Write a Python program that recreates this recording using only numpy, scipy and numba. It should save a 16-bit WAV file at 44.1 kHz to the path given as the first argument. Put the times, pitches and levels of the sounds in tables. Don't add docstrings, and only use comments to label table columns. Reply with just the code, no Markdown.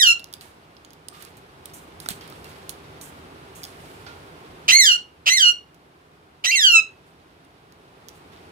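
import sys
import numpy as np
from scipy import signal
from scipy.fft import rfft, irfft, next_fast_len
from scipy.io import wavfile
from scipy.ndimage import uniform_filter1d, minimum_filter1d
from numba import njit

SR = 44100
rng = np.random.default_rng(int(sys.argv[2]) if len(sys.argv) > 2 else 0)


def transcribe(signal):
    frames = np.atleast_2d(signal).T
    limited = np.clip(frames, -1, 1)
    pcm = np.round(limited * 32767).astype(np.int16)
    wavfile.write(sys.argv[1], SR, pcm)


def nominal_scale(level):
    x = np.asarray(level, float) / 20
    return 10 ** x


N = 375291
T = np.arange(N) / SR


def on_log(hz, points):
    f, v = np.transpose(points)
    return np.interp(np.log(np.maximum(hz, 1)), np.log(f), v)


def colour(x, points):
    size = next_fast_len(x.shape[-1])
    gain = nominal_scale(on_log(np.fft.rfftfreq(size, 1 / SR), points))
    return irfft(rfft(x, size) * gain, size)[..., :x.shape[-1]]


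def band(x, lo_hz, hi_hz):
    y = signal.sosfilt(signal.butter(2, [lo_hz, hi_hz], "band", fs=SR, output="sos"), x)
    return y / y.std()


def walk(rate_hz):
    hold = int(SR / rate_hz)
    steps = np.repeat(rng.standard_normal(N // hold + 1), hold)
    smooth = uniform_filter1d(uniform_filter1d(steps, hold), hold)[:N]
    return smooth / smooth.std()


def ports(x, pan_db, lag):
    late = np.concatenate([np.zeros(lag), x[:N - lag]])
    return np.array([late * nominal_scale(pan_db / 2), x * nominal_scale(-pan_db / 2)])


def arch(t, s, v):
    slope = np.diff(v) / np.diff(s)
    before, after = slope[:-1], slope[1:]
    inner = np.where(after * before > 0, 2 * after * before / (after + before + 1e-9), 0)
    tangent = np.r_[slope[0], inner, slope[-1]]
    i = np.clip(np.searchsorted(s, t) - 1, 0, len(s) - 2)
    h = s[i + 1] - s[i]
    u = np.clip((t - s[i]) / h, 0, 1)
    bend = (1 - u) * (tangent[i] - slope[i]) - u * (tangent[i + 1] - slope[i])
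    return v[i] + h * u * (slope[i] + (1 - u) * bend)


# f/Hz, then level/dB of the first voice, of sums and of doubled sums
SECOND_MEMBRANE = (2740, -10, -17, -14)
# start t/s, end t/s
CRACK = (6.513, 6.557)
# f/Hz, level/dB
THROAT_TONE = [(600, -21.5), (1000, -23), (1400, -12.5), (2000, -11.5), (2450, 0.5), (2900, 8), (3400, -5),
               (4300, -6), (5300, -11), (6500, -8.5), (7400, -18), (8500, -19.5), (10000, -34.5),
               (13000, -33), (16000, -46.5)]


def squawk(rows, waver, flutter, breath):
    s, pitch, *columns = np.array(rows, float).T
    span = slice(int(s[0] * SR), int((s[-1] + 0.016) * SR))
    t = T[span]
    db, bright_db, rough = (np.interp(t, s, c) for c in columns)
    second_hz, first_db, sum_db, twice_db = SECOND_MEMBRANE
    both = np.clip(np.minimum(t - CRACK[0], CRACK[1] - t) / .003, 0, 1)
    rough = np.clip(rough, 0, 1) + .3 * both
    hz = arch(t, s, pitch) * (1 + .08 * rough * waver[span])
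    phase = 2 * np.pi * np.cumsum(hz) / SR
    second_phase = 2 * np.pi * second_hz * np.cumsum(1 + .008 * waver[span][::-1]) / SR

    harmonics = [(k, 0) for k in range(1, 22)]
    mixtures = [(k, n) for n in (1, 2) for k in range(1 - n, 4)]
    k, n = np.array(harmonics + mixtures).T[..., None]
    second_alone = nominal_scale(-12.0 * (n - 0.46))
    sums = nominal_scale(np.where(n == 1, sum_db, twice_db))
    share = np.where(n == 0, nominal_scale(first_db * both), both * np.where(k == 0, second_alone, sums))
    f = k * hz + n * second_hz
    gain = share * nominal_scale(on_log(f, THROAT_TONE) + bright_db * np.log2(f / 3000)) * (f < 16000)
    gain /= np.sqrt(uniform_filter1d((gain ** 2).sum(axis=0) / 2, size=500))
    own = flutter[np.arange(len(t)) + 5000 * np.arange(len(k))[:, None] + span.start // 2]
    gain *= nominal_scale(np.minimum(1.4 * f / 3000, 6.5) * own)
    voice = (gain * np.sin(k * phase + n * second_phase + k ** 2)).sum(axis=0)

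    fade_in = np.clip((t - s[0]) / 0.0017 + (s[0] == 0), 0, 1)
    fade_out = np.clip((t[-1] - t) / .01, 0, 1) ** 2
    out = np.zeros(N)
    out[span] = (voice + 0.3 * rough * breath[span]) * nominal_scale(db) * fade_in * fade_out
    return out


# t/s, pitch f/Hz, level/dB
CALLS = [
    [(0.0, 1970, -18.5), (0.014, 1860, -17), (0.025, 1757, -14), (0.035, 1580, -13.5), (0.058, 1463, -15),
     (0.072, 1413, -10.5), (0.088, 1362, -12.5), (0.118, 1378, -16.5), (0.125, 1408, -22.5)],
    [(4.718, 1963, -15), (4.735, 2064, -11), (4.776, 2173, -15.5), (4.805, 2095, -12), (4.845, 1809, -16),
     (4.87, 1594, -15), (4.9, 1472, -13.5), (4.925, 1412, -15.5), (4.955, 1454, -20.5)],
    [(5.299, 1958, -18), (5.332, 2071, -16.5), (5.354, 2128, -20), (5.372, 2010, -18), (5.397, 1675, -20.5),
     (5.425, 1522, -13.5), (5.473, 1432, -13.5), (5.499, 1434, -15), (5.515, 1420, -24.5)],
    [(6.464, 1904, -19.5), (6.503, 2066, -20.5), (6.516, 2376, -18.5), (6.55, 2237, -19),
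     (6.604, 1817, -20.5), (6.665, 1521, -13), (6.741, 1352, -15), (6.757, 1331, -9.5), (6.795, 1291, -22)],
]
# climb length t/s, first level/dB, climb level/dB, arch roughness [0-1],
# brightness [dB per octave]
CALL_OPENINGS = [
    (0, -20, -20, .17, 0.7),
    (.038, -18, -13, 0.12, 0.5),
    (.041, -33.5, -16, 0.11, -0.3),
    (.025, -32, -19.5, .06, -1.05),
]
# f/Hz, level/dB
BREATH_TONE = [(1500, -31.5), (3000, -15.5), (6000, -10), (9000, -17.5), (13000, -20.5), (16000, -23.5)]
CLIMB_FROM_HZ, CLIMB_CURVE, CLIMB_ROUGH = 570, 2.1, .3


def parakeet():
    waver, flutter = walk(500), walk(110)
    breath = colour(rng.standard_normal(N), BREATH_TONE)
    breath /= breath.std()
    out = 0
    for call, (length, first_db, climb_db, rough, bright_db) in zip(CALLS, CALL_OPENINGS):
        rows = [(*row, bright_db, rough) for row in call]
        s, top_hz, _ = call[0]
        climb = []
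        for v in np.arange(6) / 6:
            hz = CLIMB_FROM_HZ + (top_hz - CLIMB_FROM_HZ) * v ** CLIMB_CURVE
            db = climb_db + (first_db - climb_db) * (1 - v) ** 6.1
            climb.append((s - length * (1 - v), hz, db, bright_db, CLIMB_ROUGH))
        out = out + squawk(climb + rows if s > 0 else rows, waver, flutter, breath)
    return out


# f/Hz, width f/Hz, level/dB
WIRE_MODES = [(3250, 240, -17), (3830, 1500, 2.5), (4900, 810, 0), (6480, 6900, 0), (10900, 3500, -3),
              (14220, 2500, -14)]
# t/s, peak level/dB, ring f/Hz, left minus right
# level/dB, treble tilt level/dB
WIRE_TICKS = [(0.1951, -24.5, 4800, -10.5, -4), (0.2423, -26, 4230, -10.5, -5),
              (0.3273, -29.5, 4090, -5.5, -1), (0.3377, -19, 3496, -8, -4),
              (0.41, -28, 3320, -6.5, -7.5), (0.7671, -39.5, 3320, -12, -26.5),
              (0.848, -35, 6566, -10.5, -8), (0.9058, -37, 3330, -10, -12),
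              (0.9328, -41, 3380, -14.5, -4), (1.0847, -23.5, 8780, -13.5, -6),
              (1.2239, -31.5, 10500, -13, 0), (1.2496, -35, 4330, -19, 0), (1.37, -40.5, 8400, -4.5, 9),
              (1.6565, -24.5, 8400, -8.5, -1.5), (1.698, -39, 3580, -2, -12),
              (1.736, -30, 5170, -0.6, -4), (2.0014, -23.5, 9640, -8, -6), (2.06, -27.5, 3714, -3, -11),
              (2.0873, -8.5, 8200, -5.5, -1.5), (2.1057, -20, 3260, -5, -5.5),
              (2.112, -25.5, 4150, -0.6, -5),
              (2.21, -31, 3250, 1.5, -16), (2.2769, -37, 3420, -13, 1.1), (2.2999, -32, 4793, 0, 4),
              (2.324, -34, 3727, -2.5, -21), (2.4434, -30, 4630, -2, -2), (2.4944, -43, 2700, -15, 3),
              (2.6934, -16, 3600, -9.5, -2), (2.7008, -26.5, 3470, -10, 2), (3.0125, -26, 8360, -9, -7),
              (3.5511, -37, 8250, 2.1, -3), (3.6334, -21.5, 5240, -4.5, -6), (3.6394, -17, 3470, -6.5, -4),
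              (3.6503, -23, 3340, -3.5, -6.5), (4.0649, -37, 3763, -11, -22), (5.7448, -43.5, 3220, -9, -4),
              (7.4487, -46.5, 9240, -4.5, 2.1), (7.7232, -38.5, 2710, -4.5, -5),
              (8.085, -26, 5620, -12, -5), (8.3621, -39, 3250, -3, -25.5)]


def ticks():
    size = 4096
    out, t = np.zeros((2, N + size)), T[:size]
    f = np.fft.rfftfreq(size, 1 / SR)
    thin = (1j * f / (3000 + 1j * f)) ** 4
    wire = sum(nominal_scale(db) / (1 + 1j * (f - hz) / (width / 2)) for hz, width, db in WIRE_MODES)
    events = WIRE_TICKS
    noise = rng.standard_normal((len(events), 2, size))
    for (s, db, hz, pan_db, tilt_db), (crack, tail) in zip(events, noise):
        struck = 2.6 / (1 + 1j * (f - hz) / (0.036 * hz))
        body = thin * (wire + struck) * nominal_scale(on_log(f, [(5000, 0), (8000, tilt_db)]))
        skid_lag = 60 + int(150 * abs(tail[0]))
        blow = t * np.exp(-t / 0.00046) + 0.54 * np.roll(t * np.exp(-t / 0.00036), skid_lag)
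        strike = crack * blow / blow.max() + nominal_scale(-22.5) * tail * np.exp(-t / .006)
        y = irfft(rfft(strike) * body)
        y *= nominal_scale(db) / np.abs(y).max()
        i = int(s * SR)
        out[0, i + 14:i + size] += y[:-14] * nominal_scale(pan_db / 2)
        out[1, i:i + size] += y * nominal_scale(-pan_db / 2)
    return out[:, :N]


# t/s, f/Hz, peak level/dB, T60 t/s
BAR_RINGS = [(0.456, 900, -46.5, 0.043), (1.124, 1213, -50.5, 0.83), (1.125, 1520, -61, 0.36),
             (2.062, 1380, -30, 0.018), (2.062, 1950, -37, 0.018), (2.087, 1530, -27, 0.012),
             (2.087, 714, -38.5, .03), (2.108, 177, -32.5, 0.047), (2.211, 3200, -51, 0.3),
             (2.324, 1250, -40, .03), (2.444, 2710, -55, 0.36), (3.552, 6550, -55, .3),
             (3.62, 2300, -46, .03), (4.066, 1405, -43, 0.42), (4.065, 4520, -47, 0.12)]


def thump():
    out = np.zeros(N)
    for s, hz, db, t60 in BAR_RINGS:
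        t = T[:int(t60 * SR)]
        i = int(s * SR)
        swing = np.sin(2 * np.pi * hz * t) + .4 * np.sin(2 * np.pi * 1.03 * hz * t)
        out[i:i + len(t)] += nominal_scale(db - 60 * t / t60) * swing
    return ports(out, -10.0, 14)


# f/Hz, level/dB per Hz
FEATHER_TONE = [(2650, -61.5), (4500, -30.5), (5750, 11.5), (8230, 16.5), (15100, 9.5), (16100, -5),
                (16500, -39)]
# t/s, level/dB, rise t/s, T60 t/s, paper minus feather level/dB
SHIVER_EVENTS = [(.34, -52, .001, 0.075, -6), (0.411, -55.5, 0.0011, 0.39, -1),
                 (1.125, -56, 0.016, 0.53, 2.5), (1.2, -52, .03, 0.27, 2),
                 (1.368, -55.5, 0.0011, 0.099, -11), (1.657, -63, 0.00082, 0.26, 0.5),
                 (1.738, -48, 0.0014, 0.31, -15), (2.002, -57.5, .001, 1.2, -6),
                 (2.093, -36.5, 0.0049, 0.13, -4), (2.21, -68, 0.0022, 0.4, 13), (2.27, -62, 0.054, .7, -8),
                 (2.444, -63.5, .001, 1, 1), (2.70, -47, .001, 0.1, -31), (3.011, -46, 0.0021, 0.32, -16),
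                 (3.552, -51.5, 0.0024, 0.44, -14), (3.65, -60, 0.0023, 0.57, -2),
                 (3.78, -56.5, .1, 1.2, -4), (4.066, -69, .002, 0.24, 18.5), (7.05, -71.5, 0.017, 0.33, -5),
                 (8.088, -59, .001, 0.079, -11), (8.13, -58, 0.026, 0.23, -15),
                 (8.319, -64.5, .01, 0.16, 7)]
FEATHER_BED_DB, PAPER_BED_DB = -73, -62.5


def rustle():
    grains = rng.standard_normal((3, N)) * nominal_scale(3.0 * np.minimum(rng.exponential(size=(3, N)), 6))
    duck_db = ducking()
    high, low = nominal_scale(FEATHER_BED_DB + duck_db), nominal_scale(PAPER_BED_DB + duck_db)
    for start, db, rise, t60, paper_db in SHIVER_EVENTS:
        span = slice(int(start * SR), int((start + t60) * SR))
        t = T[span] - start
        shape = (1 - np.exp(-t / rise)) * nominal_scale(db - 60 * t / t60)
        high[span] += shape
        low[span] += shape * nominal_scale(paper_db)
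    mesh = np.c_[np.geomspace(5000, 16000, num=70), 2.5 * rng.standard_normal(70)]
    feather = colour(colour(grains, FEATHER_TONE), mesh)
    feather = feather / feather.std() * high * nominal_scale(0.79 * walk(60))
    paper = np.array([band(g, 900, 4400) for g in grains]) * low * nominal_scale(1.0 * walk(90))
    near, left, right = feather + paper
    return ports(near, -13.0, 14) + 1.3 * np.array([left, right])


def early(x):
    level_db, spread_s = -2, .009
    paths, spots = np.zeros((2, 512)), rng.random((2, 12))
    for path, spot in zip(paths, spots):
        lag = 30 + (SR * spread_s * spot ** 2).astype(int)
        path[lag] += rng.standard_normal(12) * (1 - .6 * spot) / np.sqrt(6)
    return nominal_scale(level_db) * signal.oaconvolve(x[None], paths, axes=1)[:, :N]


@njit
def walls(x, lags, gain, damp):
    line, soft, out = np.zeros((8, 4096)), np.zeros(8), np.zeros((2, len(x)))
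    for i in range(len(x)):
        total = 0.
        for k in range(8):
            soft[k] += (1 - damp) * (gain[k] * line[k, (i - lags[k]) & 4095] - soft[k])
            total += soft[k]
            out[k % 2, i] += soft[k]
        for k in range(8):
            line[k, i & 4095] = x[i] + soft[k] - total / 4
    return out


# f/Hz, level/dB per Hz
TOWN_TONE = [(15, -52.5), (25, -23.5), (80, 1), (118, -5.5), (159, -1), (197, -11), (288, -9.5),
             (349, -8.5), (389, -3), (470, -5.5), (1730, -26.5), (2600, -27.5), (6380, -42.5),
             (9580, -40.5), (16500, -50)]
TOWN_DB = -44.5


def town():
    alone = [(100, -19.5), (300, -22.5), (700, 3.5), (1500, 7.5)]
    # f/Hz, level/dB
    shared = [(100, -3.0), (300, 4), (700, -10), (1500, 10.5), (4000, -29.5)]
    mid, left, right = (colour(rng.standard_normal(N), TOWN_TONE) for _ in range(3))
    both = ports(colour(mid, shared), -1.5, 15)
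    both = both + [colour(left, alone) * nominal_scale(0.16), colour(right, alone)]
    return both / both.std() * nominal_scale(TOWN_DB + ducking() + 0.27 * walk(3))


DUCK_DEPTHS = [
    -6.5,
    -8.5,
    -9.5,
    -8,
]
DUCK_IN_S, DUCK_HOLD_S, DUCK_OUT_S = .17, 0.89, 1.2


def ducking():
    dips = []
    for call, db in zip(CALLS, DUCK_DEPTHS):
        start, end = call[0][0] - (call[0][0] == 0), call[-1][0]
        sink = (T - start) / DUCK_IN_S
        recover = 1 - (T - end - DUCK_HOLD_S) / DUCK_OUT_S
        dips.append(db * np.clip(np.minimum(sink, recover), 0, 1))
    return np.min(dips, axis=0)


# f/Hz, level/dB
LEFT_SHADE = [(1400, 5.5), (2000, -5), (3000, -2), (4200, -6), (5000, -1), (6500, -1), (8500, 0),
              (12000, 1.5)]
YARD_T60_S, YARD_DAMP, YARD_DB, YARD_PAN_DB = 0.23, .3, -8.5, -2.5


def scene():
    bird, wires = parakeet(), ticks()
    lags = np.array([433, 677, 947, 1259, 1601, 1979, 2411, 2903])
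    yard = walls(bird + .5 * wires[1] + 1e-18, lags, nominal_scale(-60 * lags / SR / YARD_T60_S), YARD_DAMP)
    yard = yard * nominal_scale(YARD_DB + np.array([[.5], [-.5]]) * YARD_PAN_DB)
    left, right = ports(bird, 0, 18) + early(bird)
    near = np.array([colour(left, LEFT_SHADE), right]) * nominal_scale(2.5)
    return near + yard + wires + rustle() + town() + thump()


def roll_off(x):
    return signal.sosfilt(signal.butter(12, 16830, fs=SR, output="sos"), x)


# f/Hz, level/dB
MICROPHONE_TONE = [(20, -8), (34, 0), (14500, 0), (15700, -3.5), (16100, -20), (20000, -39.5)]


def record(dry):
    room_left = np.minimum(1, .97 / (np.abs(dry).max(axis=0) + 1e-9))
    gain = uniform_filter1d(minimum_filter1d(room_left, size=257), size=257)
    return roll_off(colour(dry * gain, MICROPHONE_TONE))


dry = scene()
out = record(dry)
transcribe(out)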